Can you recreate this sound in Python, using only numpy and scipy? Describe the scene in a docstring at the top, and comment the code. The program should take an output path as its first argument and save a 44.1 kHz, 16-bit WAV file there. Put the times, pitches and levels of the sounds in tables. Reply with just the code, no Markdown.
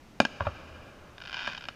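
"""Firework shells over a town at night, above a quiet murmur that lasts throughout.
First come two sharp reports, then two deep booms, then a cloud of crackling stars with two more pops.
Each shell is a filtered click with its bounce and a short thump of air; each star is a small click.
Nearby surfaces smear every click with brief noise. A wall and the town answer with fading noise,
which makes the long echo."""
import sys
import numpy as np
from scipy import signal
from scipy.fft import rfft, irfft
from scipy.io import wavfile

SR = 44100
rng = np.random.default_rng(int(sys.argv[2]) if len(sys.argv) > 2 else 0)


def master(y):
    """Save y as 16-bit WAV."""
    cut = np.clip(np.atleast_2d(y).T, -1, 1)
    pcm = np.round(cut * 32767)  # scale
    wavfile.write(sys.argv[1], SR, pcm.astype(np.int16))


N = 77175  # length [samples]
T = np.arange(N) / SR  # time of each sample [s]
HZ = np.arange(N + 1) * SR / (2 * N)  # frequency of each spectrum line [Hz]

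# Night murmur: balance of low and high (frequency [Hz], relative level [dB])
NIGHT_BALANCE = [(25, -5), (60, -5), (130, -7), (240, -6.5), (450, -14.5), (900, -17), (1600, -22),
                 (2100, -22), (2900, -25), (4200, -29.5), (6200, -31.5), (8000, -38), (15000, -44.5)]
NIGHT_DB = -53.5  # overall level, relative to full scale

# Town echo by pitch band (centre [Hz], level [dB], time to fade by 60 dB [s])
TOWN_BANDS = [(44.6, -17, 1.1), (82, -10.5, 1.9), (134, -12, 1.5), (230, -26.5, 2.3), (463, -10.5, 5.85),
              (890, -13, 2.8), (1480, -10.5, 3.5), (1900, -14, 3), (2710, -8, 2.65), (3530, -15.5, 2.7),
              (6150, -17, 2.3), (8240, -25, 0.69), (14000, -40, 0.83)]
TOWN_RISE_S, PATCH_SPACING_S, PATCH_SPREAD_DB = 0.004, 0.021, 2
NEAR_ECHO_DB, NEAR_ECHO_DECAY_S, NEAR_ECHO_TOP_HZ = -15, 0.019, 3440

# A wall a little farther off than the closest surfaces
WALL_DELAY_S, WALL_DECAY_S, WALL_DB, WALL_TOP_HZ = 0.015, 0.0031, -13.5, 4830

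# Colour that blasts and stars take on at the listening spot (frequency [Hz], gain [dB])
SPOT_COLOUR = [(80, -5), (170, -5), (270, 0), (420, -9), (560, 9), (680, 13.5), (800, 11), (1060, 10),
               (1230, -1.5), (1400, 12), (1640, 13), (1870, -7.5), (2030, 2), (2200, -9), (2400, 10.5),
               (2650, -1.5), (2900, 4.5), (3120, 6), (3400, -5.5), (3730, 2), (4000, -14), (4300, -7),
               (4900, -2), (5450, -6), (6300, -13.5), (6900, -9), (7600, -24), (8500, -19), (9100, -14),
               (15000, -53)]
ECHO_COLOUR_SHARE = 0.45  # echoes come from all sides and keep only this share of the colour's dB

# Scatter off surfaces close by
SCATTER_DECAY_S, SCATTER_LOW_HZ = 0.0022, 935

# Single crackling stars (time [s], level before colour [dB])
SINGLE_STARS = [(1.1814, -14.5), (1.2032, -17.5), (1.2156, -16.5), (1.2202, -13), (1.2378, -17),
                (1.2425, -22), (1.2526, -15), (1.2584, -13), (1.2734, -12), (1.2784, -13.5),
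                (1.2874, -17.5), (1.2961, -11), (1.3, -39), (1.3092, -16), (1.3176, -13), (1.329, -7),
                (1.3324, -21), (1.3404, -22), (1.3436, -5.5), (1.3602, -25), (1.3683, -9.5), (1.378, -15.5),
                (1.3909, -11), (1.3953, -15), (1.4039, -11), (1.423, -16.5), (1.4305, -19), (1.4386, -26),
                (1.4461, -12), (1.456, -14), (1.462, -10), (1.489, -17), (1.499, -13.5), (1.5174, -13),
                (1.5239, -13), (1.5326, -11.5), (1.5490, -9.5), (1.5690, -20), (1.5768, -11.5),
                (1.58, -12.5), (1.6096, -14), (1.623, -16.5), (1.6280, -20.5), (1.6399, -12), (1.654, -13)]
# Thick of the crackle (time [s], rate [stars per s], middle level of one star before colour [dB])
STAR_SWARM = [(1.32, 81, -16), (1.35, 200, -13.5), (1.40, 220, -12.5), (1.47, 220, -15), (1.52, 170, -16.5),
              (1.56, 110, -18), (1.595, 91, -14.5)]
STAR_LOW_HZ, STAR_HIGH_HZ, STAR_SCATTER_DB = 1646, 5770, -2.5
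STAR_SPREAD_DB = 4  # a swarm star is up to this much louder or softer
STAR_AIR_HZ = 5870  # air takes the top off the small snaps
STAR_ECHO_DB = -3.5  # how strongly stars feed the echo

# Shell blasts, levels before colour (time [s], crack level [dB], low edge [Hz], high edge [Hz],
# bounce lag [ms], bounce share [fraction of crack], scatter relative to front [dB],
# thump pitch [Hz], thump level [dB], echo feed [dB])
SHELL_BLASTS = [(0.2021, 10.5, 570, 6950, 1.296, 0.1, -3.5, 215, -3.5, -1.5),
                (0.2512, 1.5, 307, 6200, 1.15, 0.16, -0.5, 213, -16, -6),
                (0.4014, -18, 405, 1400, 0.94, 0.17, 8, 87.4, -39.5, 3),
                (0.4068, 3.5, 537, 1430, 1.82, 0.44, -9, 70.4, -19, 5.5),
                (.4520, -17, 665, 1940, 1.37, 0.2, 3.5, 93, -55, 19.5),
                (.4686, 2.5, 377, 940, 1.59, 1, 0, 72, -16, 2),
                (1.4718, -11.5, 1090, 3560, 1.12, 0.42, 8.5, 212, -53, -4),
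                (1.4761, -0.5, 970, 3500, 1.775, 0.47, -7.5, 187, -28.5, 4.5),
                (1.6860, -5.5, 1100, 4670, 3.9, .15, 1, 203, -34, -6)]
THUMP_DECAY_CYCLES = 0.6
THUMP_TOP_RATIO = 2.98  # top edge as a multiple of the pitch

OVERLOAD = 0.78  # level at which the microphone gives out
RECORDER_TOP_HZ = 15300


def undb(db):
    """Turn decibels into a gain."""
    return 10 ** (np.asarray(db) / 20)


def spectrum(x):
    """Split a sound into frequencies, with room for tails."""
    return rfft(x, 2 * N)


def sound(spec):
    """Turn a spectrum back into sound."""
    return irfft(spec, 2 * N)[:N]


def curve(points):
    """Gain at every frequency, drawn through (frequency [Hz], gain [dB]) points."""
    hz, db = np.array(points).T
    return undb(np.interp(np.log(HZ + 1), np.log(hz), db))


def causal(gain):
    """Filter response with this gain that rings only after the blow."""
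    cepstrum = irfft(np.log(gain))
    # Fold the half before the blow onto the half after it
    cepstrum[1:N] *= 2
    cepstrum[N + 1:] = 0
    return np.exp(rfft(cepstrum))


def edge(x, hz, kind, order=2):
    """Cut away the highs ("low") or the lows ("high") beyond hz."""
    return signal.sosfilt(signal.butter(order, hz, kind, fs=SR, output="sos"), x)


def unit(x):
    """Scale to an energy of one."""
    return x / np.sqrt(np.sum(x ** 2))


def delay(x, s):
    """The same sound, s seconds later."""
    return np.concatenate([np.zeros(int(s * SR)), x])[:N]


def add(out, x, s):
    """Mix a short sound in at s seconds."""
    start = int(np.clip(s * SR, 0, N - 1))
    out[start:start + len(x)] += x[:N - start]


def night():
    """Steady murmur of distant streets and air: noise with a fixed balance of low and high."""
    noise = spectrum(rng.standard_normal(2 * N))
    murmur = unit(sound(noise * curve(NIGHT_BALANCE)))
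    return undb(NIGHT_DB) * np.sqrt(N) * murmur


def spray(decay_s, size=N):
    """A dying spray of small reflections, made of fading noise."""
    return unit(rng.standard_normal(size) * np.exp(-T[:size] / decay_s))


def town():
    """How the town answers a click: patchy echoes from many house fronts, each band fading at its own rate."""
    patches = np.interp(T / PATCH_SPACING_S, np.arange(N), rng.standard_normal(N))
    noise = spectrum(rng.standard_normal(N) * undb(PATCH_SPREAD_DB * patches))
    centres = np.log([row[0] for row in TOWN_BANDS])
    response = np.zeros(N)
    # Each pick is one at its own band and zero at the rest, so neighbours cross-fade
    for pick, (hz, db, t60) in zip(np.eye(len(TOWN_BANDS)), TOWN_BANDS):
        band = sound(noise * np.interp(np.log(HZ + 1), centres, pick))
        fade = np.exp(-np.log(1000) * T / t60)
        rise = 1 - np.exp(-T / TOWN_RISE_S)
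        response += undb(db) * band * unit(fade * rise)
    near = unit(edge(spray(NEAR_ECHO_DECAY_S), NEAR_ECHO_TOP_HZ, "low", order=1))
    return response + undb(NEAR_ECHO_DB) * near


def wall():
    """How the wall answers a click: a short, dulled spray that arrives a moment later."""
    reflections = delay(spray(WALL_DECAY_S), WALL_DELAY_S)
    return edge(undb(WALL_DB) * reflections, WALL_TOP_HZ, "low")


def crack(low_hz, high_hz, scatter_db, size=2048):
    """A shock front, thinner from a small charge and duller from afar, with its scatter off close surfaces."""
    front = signal.unit_impulse(size)
    rise = 1 - np.exp(-2 * T[:size] / SCATTER_DECAY_S)
    scatter = unit(edge(spray(SCATTER_DECAY_S, size) * rise, SCATTER_LOW_HZ, "high"))
    shock = front + undb(scatter_db) * scatter
    return edge(edge(shock, low_hz, "high"), high_hz, "low")


def star(db):
    """One star's snap: a small crack with little bass."""
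    return undb(db) * crack(STAR_LOW_HZ, STAR_HIGH_HZ, STAR_SCATTER_DB)


def crackle():
    """Stars snap one by one, thicken into a swarm and thin out again; air dulls them all."""
    out = np.zeros(N)
    for s, db in SINGLE_STARS:
        add(out, star(db), s)
    when, rate, level_db = np.array(STAR_SWARM).T
    burnt = np.cumsum(np.interp(T, when, rate, left=0, right=0)) / SR  # swarm stars so far
    for k in range(int(burnt[-1])):
        early, strength = rng.random(2)
        s = np.searchsorted(burnt, k + early) / SR
        spread_db = STAR_SPREAD_DB * (2 * strength - 1)
        add(out, star(np.interp(s, when, level_db) + spread_db), s)
    return edge(out, STAR_AIR_HZ, "low", order=4)


def thump(hz):
    """The push of air behind the front: the slope of a quickly dying swing."""
    cycles = hz * T
    swing = np.sin(2 * np.pi * cycles) * np.exp(-cycles / THUMP_DECAY_CYCLES)
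    push = np.diff(swing, prepend=0) * SR / (2 * np.pi * hz)
    return edge(push, THUMP_TOP_RATIO * hz, "low")


def shells(colour, echo_colour):
    """Each shell cracks, bounces off the ground and thumps; returns the direct sound and the echo feed."""
    direct, echo_feed = np.zeros(N), np.zeros(N)
    for (s, db, low_hz, high_hz, lag_ms, share, scatter_db,
         thump_hz, thump_db, echo_db) in SHELL_BLASTS:
        shock = undb(db) * crack(low_hz, high_hz, scatter_db)
        front = np.zeros(N)
        add(front, shock, s)
        add(front, share * shock, s + lag_ms / 1000)  # bounce
        push = undb(thump_db) * delay(thump(thump_hz), s)
        blast = spectrum(front + push)
        direct += sound(blast * colour)
        echo_feed += undb(echo_db) * sound(blast * echo_colour)
    return direct, echo_feed


def scene():
    """Shells and stars, their echoes and the night."""
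    background = night()
    surroundings = spectrum(town() + wall())
    spot_gain = curve(SPOT_COLOUR)
    colour, echo_colour = causal(spot_gain), causal(spot_gain ** ECHO_COLOUR_SHARE)
    stars = spectrum(crackle())
    blasts, echo_feed = shells(colour, echo_colour)
    direct = blasts + sound(stars * colour)
    echo_feed += undb(STAR_ECHO_DB) * sound(stars * echo_colour)
    echoes = sound(spectrum(echo_feed) * surroundings)
    # The minus signs turn the blasts and echoes upside down
    return (background - direct - echoes)[None]


def record(dry):
    """The recorder rounds the tallest peaks, then cuts the top."""
    rounded = dry / (1 + (dry / OVERLOAD) ** 4) ** (1 / 4)
    # Steep cut: order 8, 0.2 dB ripple below the edge, 70 dB down above it
    top_cut = signal.ellip(8, 0.2, 70, RECORDER_TOP_HZ, fs=SR, output="sos")
    return signal.sosfilt(top_cut, rounded)


dry = scene()
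out = record(dry)
master(out)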